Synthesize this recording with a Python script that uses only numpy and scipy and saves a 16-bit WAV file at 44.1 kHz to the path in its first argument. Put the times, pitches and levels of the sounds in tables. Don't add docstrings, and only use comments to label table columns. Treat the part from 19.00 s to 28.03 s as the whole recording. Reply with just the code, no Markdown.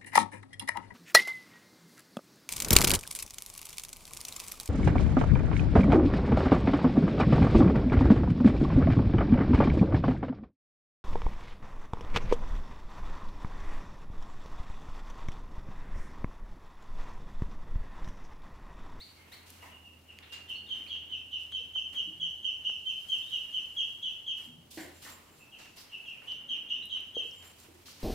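import sys
import numpy as np
from scipy import signal
from scipy.fft import rfft, irfft, next_fast_len
from scipy.io import wavfile
from scipy.ndimage import uniform_filter1d

SR = 44100
rng = np.random.default_rng(int(sys.argv[2]) if len(sys.argv) > 2 else 0)


def dump(signal):
    limited = np.clip(np.atleast_2d(signal).T, -1, 1)
    pcm = np.round(limited * 32767).astype(np.int16)
    wavfile.write(sys.argv[1], SR, pcm)


N = 398207


# frequency in Hz, relative density in dB per Hz.
HUSH_COLOUR = [(15, -57), (25, -17), (82, -1.5), (145, -3.5), (326, -12), (911, -12), (1940, -27.5),
               (2550, -34), (2760, -26), (3080, -31.5), (4250, -45), (5570, -39.5), (7310, -49),
               (16000, -33)]
HUSH_DB = -65

# time in seconds, hum level in dB, rumble level in dB.
HUM_LEVELS = [(0, -64.5, -69), (.65, -60, -63.5), (1.1, -60.5, -68), (1.7, -61.5, -63), (2.5, -61.5, -67),
              (3, -65, -64.5), (3.5, -65.5, -66), (5, -71, -68), (5.7, -69.5, -67), (5.9, -61.5, -63),
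              (6.5, -74.5, -66), (7.1, -88, -70.5), (7.6, -73.5, -62), (8.35, -64, -68), (9.03, -66, -64.5)]
HUM_HZ = 84

# frequency in Hz, relative density in dB per Hz.
RUMBLE_COLOUR = [(80, -15), (150, -1.5), (260, 7.5), (600, -4.5), (1200, -18.5)]

# time in seconds, hiss level in dB, scuff level in dB.
STIRRING = [(0, -63, -67.5), (.2, -65.5, -60.5), (.9, -69.5, -70), (1.3, -68.5, -61.5), (2, -72, -65),
            (2.5, -68.5, -70.5), (3.3, -68.5, -67.5), (3.8, -66.5, -70), (4.12, -58.5, -65.5),
            (4.5, -62, -63), (5.1, -66.5, -68), (5.65, -70, -72), (6, -61.5, -61.5), (6.5, -68, -67),
            (7.1, -65.5, -64), (7.7, -76, -64.5), (8.3, -64.5, -64.5), (9.03, -63, -64.5)]

# start in seconds, hiss level in dB, scuff level in dB, hold in seconds.
RUSTLES = [(0.314, -58, -58.5, .03), (0.456, -59, -64, .02), (0.49, -60.5, -60.5, 0.087),
           (0.616, -62, -58.5, 0.047), (1.314, -59, -60, 0.014), (.69, -71, -62, .03),
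           (1.482, -61.5, -65, .02), (2.39, -64, -71, .04), (4.764, -69, -73, 0.089),
           (1.74, -66.5, -63.5, 0.13), (2.923, -59, -57, 0.01), (5.367, -59, -63, 0.063),
           (5.702, -52.5, -69, 0.091), (6.017, -51, -61, 0.07), (6.35, -67, -82, 0.044),
           (6.578, -62, -58, .05), (6.758, -54.5, -59, 0.048), (7.216, -66.5, -59.5, 0.09),
           (7.943, -71, -60, 0.015), (8.419, -60, -60.5, 0.05), (8.575, -61, -65.5, 0.04),
           (8.856, -55, -74, .04), (8.993, -56, -58.5, .03)]
RUSTLE_ATTACK_S, HISS_T60_S, SCUFF_T60_S = 0.01, 0.35, 0.52

# frequency in Hz, relative density in dB per Hz.
HISS_COLOUR = [(1180, -40.5), (2000, -20), (2740, -2), (3940, -1), (4820, -2), (6470, -4), (15100, -6.5),
               (16000, -19.5)]
SCUFF_COLOUR = [(400, 2.5), (900, 5.5), (1600, 4.5), (3000, 7), (5000, -24.5)]

# start in seconds, level in dB, first, middle and last pitch in Hz, length in seconds,
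# level of the octave below in dB relative to the chirp.
CHIRPS = [(.002, -47, 3430, 4330, 4600, .03, -13), (0.167, -61, 2280, 2140, 2100, 0.042, -30),
          (0.318, -51, 3480, 4150, 4580, .026, -3.5), (1.553, -49, 4120, 4360, 4380, 0.018, -30.5),
          (1.665, -52, 3700, 3650, 3500, 0.011, -34), (1.864, -47, 2230, 2490, 2650, 0.0085, -26),
          (1.875, -53, 3870, 4400, 4600, 0.014, -30), (4.223, -51.5, 3340, 3580, 3420, 0.023, -25),
          (4.276, -50, 3530, 3820, 3670, 0.024, -27), (1.068, -69, 3210, 3080, 2950, 0.027, -34),
          (6.515, -55.5, 3230, 3110, 2980, 0.056, -30), (7.055, -48, 3310, 3120, 3000, 0.058, -30),
          (6.6, -56.5, 2900, 2744, 2560, 0.087, -32), (6.895, -55.5, 3200, 3000, 2800, 0.028, -26),
          (7.755, -54.5, 3360, 3600, 3580, 0.032, -24), (7.821, -49.5, 3380, 3980, 3360, 0.019, -35),
          (7.892, -52, 3240, 3840, 3300, .03, -30)]

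# start in seconds, peak in dB, centre in Hz,
# width in Hz of each of two resonances in series.
TICKS = [(0.504, -33, 10000, 9000), (.328, -45, 11500, 5000), (1.335, -42, 11000, 7000),
         (1.188, -34.5, 2340, 3000), (2.522, -42, 1200, 2380), (2.5203, -45, 9000, 6000),
         (2.761, -40.5, 700, 1400), (2.932, -51, 5000, 9000), (3.697, -37.5, 630, 1330),
         (7.22, -47, 1500, 1500), (7.32, -40, 4600, 2500), (7.856, -40, 10600, 3500),
         (7.87, -44, 13000, 5000), (7.97, -50, 11000, 3000), (7.971, -43, 1700, 1200),
         (8.006, -45, 9000, 12000), (8.312, -44, 5400, 900), (8.602, -36.5, 9800, 8000),
         (8.884, -46.5, 1240, 500)]

# start in seconds, level in dB, first pitch in Hz ahead of the flutter, length in seconds.
PEEPS = [(0.592, -53, 2974, 0.094), (0.703, -48.5, 3086, 0.071), (0.832, -48.5, 2974, 0.061),
         (1.073, -46.5, 2952, 0.066), (1.291, -40, 2993, 0.092), (1.475, -32.5, 3222, 0.084),
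         (1.683, -28.5, 3267, 0.075), (1.889, -31, 3275, 0.073), (2.09, -32, 3180, 0.091),
         (2.311, -28, 3196, 0.068), (2.513, -28, 3242, 0.074), (2.734, -24, 3270, 0.071),
         (2.944, -26, 3243, 0.076), (3.196, -24.5, 3267, 0.078), (3.422, -24.5, 3250, .079),
         (3.634, -25, 3220, 0.083), (3.844, -25.5, 3260, 0.083), (4.083, -24, 3290, 0.083),
         (4.302, -26.5, 3270, 0.086), (4.521, -25.5, 3248, 0.078), (4.76, -24, 3314, 0.075),
         (5.015, -27, 3292, .09), (5.259, -26.5, 3283, 0.072), (6.396, -50.5, 2790, .059),
         (6.514, -48, 2900, 0.0795), (6.913, -35.5, 2886, .077), (7.053, -38, 2894, 0.1),
         (7.268, -29, 3210, 0.061), (7.481, -27.5, 3218, 0.077), (7.684, -27, 3233, 0.078),
         (7.892, -28, 3282, 0.089), (8.139, -26.5, 3305, 0.076)]
PEEP_DROP, DROP_CURVE, LOW_HZ = 0.52, 0.95, 2099
FULL_VOICE_DB, HAZE_DB, HAZE_PER_DB, HAZE_TOP_DB = -23, -20.5, 4, 1.5

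# start in seconds, level in dB, centre in Hz, width in Hz, 60 dB decay time in seconds.
SCRAPES = [(.62, -53, 980, 354, 0.81), (.625, -54, 2000, 400, 0.58), (1.225, -51.5, 2830, 1800, 0.45),
           (1.321, -46, 3380, 3000, 0.42), (1.325, -56, 7050, 1200, 0.38), (6.052, -56, 1950, 400, 0.33),
           (6.06, -54, 1120, 350, 0.98), (6.585, -55.5, 4500, 5000, 0.85), (6.771, -52, 4830, 1520, 0.57),
           (8.855, -51.5, 4520, 3000, 0.97)]

# start in seconds, level in dB, mean ring in Hz, 60 dB decay time in seconds,
# room send in dB relative to the near sound.
KNOCKS = [(3, -47.5, 420, 0.037, -11), (2.602, -52, 520, 0.065, -5), (3.054, -51.5, 176, 0.26, 2),
          (3.175, -59, 160, 0.27, 11.5), (3.073, -51, 320, 0.2, -3), (5.469, -53.5, 160, 0.18, 6),
          (5.58, -48, 164, 0.26, -10), (5.475, -49.5, 253, 0.26, -2.5), (8.168, -23, 490, 0.019, -9.5),
          (8.252, -42, 460, 0.036, -6), (8.686, -42.5, 354, 0.03, 1.5), (5.772, -44, 310, 0.21, -7),
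          (5.773, -46.5, 590, .15, -4)]

# start in seconds, level in dB.
JINGLE_SHAKES = [(5.4394, -68), (5.7463, -63), (5.801, -51), (5.8232, -55), (5.94, -61), (5.9983, -59),
                 (6.0553, -58), (6.11, -53.5), (6.1554, -68), (6.3126, -64), (6.3894, -62), (8.2117, -66),
                 (8.2397, -66), (8.338, -64), (8.376, -61), (8.4442, -55), (8.4694, -56), (8.6, -67)]
# frequency in Hz, mean relative level in dB.
JINGLE_PARTIALS = [(7348, 1), (9141, -8), (12328, -13), (12909, -10), (13308, -11), (15089, -13)]

# start in seconds, peak in dB, tilt in dB per octave (up = brighter).
CLATTERS = [(5.774, -38, 0.5), (6.051, -46, 3.5)]
# frequency in Hz, width in Hz, relative level in dB ahead of the tilt.
CLATTER_MODES = [(297, 107, 10), (582, 110, 4.5), (870, 84, -7), (1483, 67, 1.5), (1800, 400, -0.5),
                 (2130, 65, -20), (2550, 22, -20), (2900, 48, -20)]

# frequency in Hz, left-right correlation (no unit).
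LIKENESS = [(60, 1), (300, 0.72), (800, 0.17), (2000, 0.36), (6000, 0.16), (14000, 0.052)]

# frequency in Hz, 60 dB decay time in seconds.
ROOM_T60 = [(200, 0.46), (1000, 0.66), (3000, 0.55), (6500, 0.8), (14000, 0.17)]

RIGHT_DB, TOP_HZ = 0.2, 15800


def undb(db):
    return 10 ** (np.asarray(db) / 20)


def curve(table, k):
    table = np.array(table)
    return np.interp(np.arange(N) / SR, table[:, 0], table[:, k])


def on_log(hz, table):
    table = np.array(table)
    return np.interp(np.log(np.maximum(hz, 1)), np.log(table[:, 0]), table[:, 1])


def add(track, s, x):
    i = int(s * SR)
    track[..., i:i + x.shape[-1]] += x[..., :N - i]


def noise(spectrum, size=N):
    n = next_fast_len(size)
    hz = np.arange(n // 2 + 1) * SR / n
    likeness = np.clip(on_log(hz, LIKENESS), 0, 1)
    white = rfft(rng.standard_normal((2, n)))
    mid, side = white * undb(on_log(hz, spectrum)) * np.sqrt([1 + likeness, 1 - likeness])
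    x = irfft(np.array([mid + side, mid - side]), n)[:, :size]
    return x / np.sqrt(np.mean(x ** 2))


def walk(rate):
    k = int(SR / rate)
    steps = np.repeat(rng.standard_normal(N // k + 1), k)
    return 1.32 * uniform_filter1d(uniform_filter1d(steps, k), k)[:N]


def ring(x, hz, width_hz):
    return signal.lfilter(*signal.iirpeak(hz, hz / width_hz, SR), x)


def room(x, build_s=0.004, early_db=0.0, early_t60=0.3):
    t = np.arange(SR) / SR
    tail = 0
    for hz in 125 * 2. ** np.arange(8):
        band = [(hz / 2, -60), (hz / np.sqrt(2), -3), (hz, 0), (hz * np.sqrt(2), -3), (hz * 2, -60)]
        decay = undb(-60 * t / on_log(hz, ROOM_T60))
        tail = tail + np.sqrt(min(hz, 9000.)) * noise(band, size=SR) * decay
    start_rms = np.sqrt(np.mean(tail[:, :400] ** 2))
    early = start_rms * undb(early_db - 60 * t / early_t60) * rng.standard_normal(SR)
    tail = (tail + early) * (1 - np.exp(-t / build_s))
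    tail = tail / np.sqrt(np.mean(np.sum(tail ** 2, axis=1)))
    return signal.fftconvolve(x[None], tail, axes=1)[:, :N]


def hush():
    return undb(HUSH_DB + 0.32 * walk(2.5)) * noise(HUSH_COLOUR)


def hum():
    phase = 2 * np.pi * np.cumsum(HUM_HZ + 2.5 * walk(12)) / SR
    tone = undb(curve(HUM_LEVELS, 1) + 1.2 * walk(9)) * np.sin(phase)
    return tone + undb(curve(HUM_LEVELS, 2)) * noise(RUMBLE_COLOUR)


def rustle():
    power = undb([curve(STIRRING, 1), curve(STIRRING, 2)]) ** 2
    t = np.arange(SR // 2) / SR
    for s, hiss_db, scuff_db, hold in RUSTLES:
        fade_db = -60 * np.maximum(t - RUSTLE_ATTACK_S - hold, 0) / [[HISS_T60_S], [SCUFF_T60_S]]
        rise = np.minimum(t / RUSTLE_ATTACK_S, 1)
        add(power, s, (rise * undb(fade_db + [[hiss_db], [scuff_db]])) ** 2)
    hiss_level, scuff_level = np.sqrt(power)
    hiss = hiss_level * undb(0.98 * walk(150)) * noise(HISS_COLOUR)
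    scuff = scuff_level * undb(2.06 * walk(60)) * noise(SCUFF_COLOUR)
    return hiss * undb([[-0.7], [0.7]]) + scuff


def whistle(hz, shape, overtone_db):
    phase = 2 * np.pi * (np.cumsum(hz) / SR + rng.random())
    overtone = shape ** 0.67 * undb(overtone_db) * np.sin(2 * phase)
    return shape * np.sin(phase) + overtone, phase


def chirps():
    out = np.zeros(N)
    for s, db, first_hz, middle_hz, last_hz, length, below_db in CHIRPS:
        u = np.linspace(0, 1, int(length * SR))
        hz = np.polyval(np.polyfit([0, 0.5, 1], [first_hz, middle_hz, last_hz], 2), u)
        shape = np.abs(np.sin(np.pi * u)) ** 0.23
        tone, phase = whistle(hz, shape, -24.5)
        octave_below = undb(below_db) * shape * np.sin(phase / 2)
        add(out, s, undb(db) * (tone + octave_below))
    return out


def ticks():
    out, t = np.zeros(N), np.arange(512) / SR
    for s, db, hz, width_hz in TICKS:
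        crackle = 0.35 * rng.standard_normal(len(t)) * np.exp(-t / 0.00044)
        x = ring(ring((t == 0) + crackle, hz, width_hz), hz, width_hz)
        add(out, s, undb(db) * x / np.abs(x).max())
    return out


def peeps():
    out = np.zeros(N)
    flutter, tremble, breath = walk(260), walk(180), rng.standard_normal(N)
    for s, db, first_hz, length in PEEPS:
        u = np.linspace(0, 1, int(length * SR))
        here = slice(int(s * SR), int(s * SR) + len(u))
        swell = np.clip(u / 0.24, 0, 1) ** 0.83
        fade = np.exp(-np.clip(u - 0.3, 0, 1) / 0.31) * np.clip((1 - u) / 0.023, 0, 1)
        shape = swell * fade * undb(1.44 * tremble[here])
        hz = first_hz - PEEP_DROP * (first_hz - LOW_HZ) * u ** DROP_CURVE + 80 * flutter[here]
        overtone_db = -29.0 + 0.19 * (db - FULL_VOICE_DB)
        tone, _ = whistle(hz, shape, overtone_db)
        haze_hz = 1.03 * first_hz
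        haze = ring(ring(breath[here], haze_hz, 450), haze_hz, 450)
        haze = haze * np.clip(u / 0.029, 0, 1) * np.exp(-u / 0.36)
        haze_db = min(HAZE_DB + HAZE_PER_DB * (FULL_VOICE_DB - db), HAZE_TOP_DB)
        add(out, s, undb(db) * (tone + undb(haze_db) * haze))
    return out


def scrapes():
    out, t = np.zeros((2, N)), np.arange(SR // 2) / SR
    for s, db, hz, width_hz, t60 in SCRAPES:
        below = [(max(hz - 2 * width_hz, 50), -30), (hz - width_hz / 2, -3)]
        above = [(hz + width_hz / 2, -3), (hz + 2 * width_hz, -30)]
        band = noise(below + [(hz, 0)] + above, size=len(t))
        add(out, s, undb(db - 60 * t / t60) * (1 - np.exp(-t / 0.0029)) * band)
    return out


def knocks():
    near, far, t = np.zeros(N), np.zeros(N), np.arange(SR // 2) / SR
    for s, db, hz, t60, room_db in KNOCKS:
        cycles = hz * np.cumsum(1 + 0.04 * walk(60)[:len(t)]) / SR
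        onset = 1 - np.exp(-t * hz * 2.8)
        x = undb(db - 60 * t / t60) * onset * np.sin(2 * np.pi * cycles)
        add(near, s, x)
        add(far, s, undb(room_db) * x)
    return near, far


def jingle():
    out, t = np.zeros(N), np.arange(SR // 3) / SR
    for s, db in JINGLE_SHAKES:
        tones = 0
        for (hz, partial_db), m in zip(JINGLE_PARTIALS, rng.standard_normal(len(JINGLE_PARTIALS))):
            tones = tones + undb(partial_db + 2 * m) * np.sin(2 * np.pi * (hz * t + 3 * m))
        add(out, s, undb(db - 60 * t / 0.22) * (1 - np.exp(-t / 0.004)) * tones)
    return out


def clatters():
    out, t = np.zeros(N), np.arange(8192) / SR
    for s, db, tilt_db in CLATTERS:
        push = rng.standard_normal(len(t)) * np.exp(-t / 0.042)
        x = 0
        for hz, width_hz, mode_db in CLATTER_MODES:
            x = x + undb(mode_db + tilt_db * np.log2(hz / 1000)) * ring(push, hz, width_hz)
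        add(out, s, undb(db) * x / np.abs(x).max())
    return out


def scene():
    chirp, tick, peep = chirps(), ticks(), peeps()
    knock, far_knock = knocks()
    metal, clatter = jingle(), clatters()
    direct = undb(-11) * peep + chirp + tick + knock + metal + undb(4) * clatter + hum()
    to_room = undb(1.0) * peep + chirp + undb(-11) * tick
    to_room = to_room + far_knock + undb(-5.5) * metal + undb(5.5) * clatter
    return direct + room(to_room) + rustle() + scrapes() + hush()


def record(dry):
    balanced = dry * undb([[-RIGHT_DB / 2], [RIGHT_DB / 2]])
    low_pass = signal.ellip(10, 0.2, 70, TOP_HZ, fs=SR, output="sos")
    return signal.sosfilt(low_pass, balanced)


dry = scene()
out = record(dry)
dump(out)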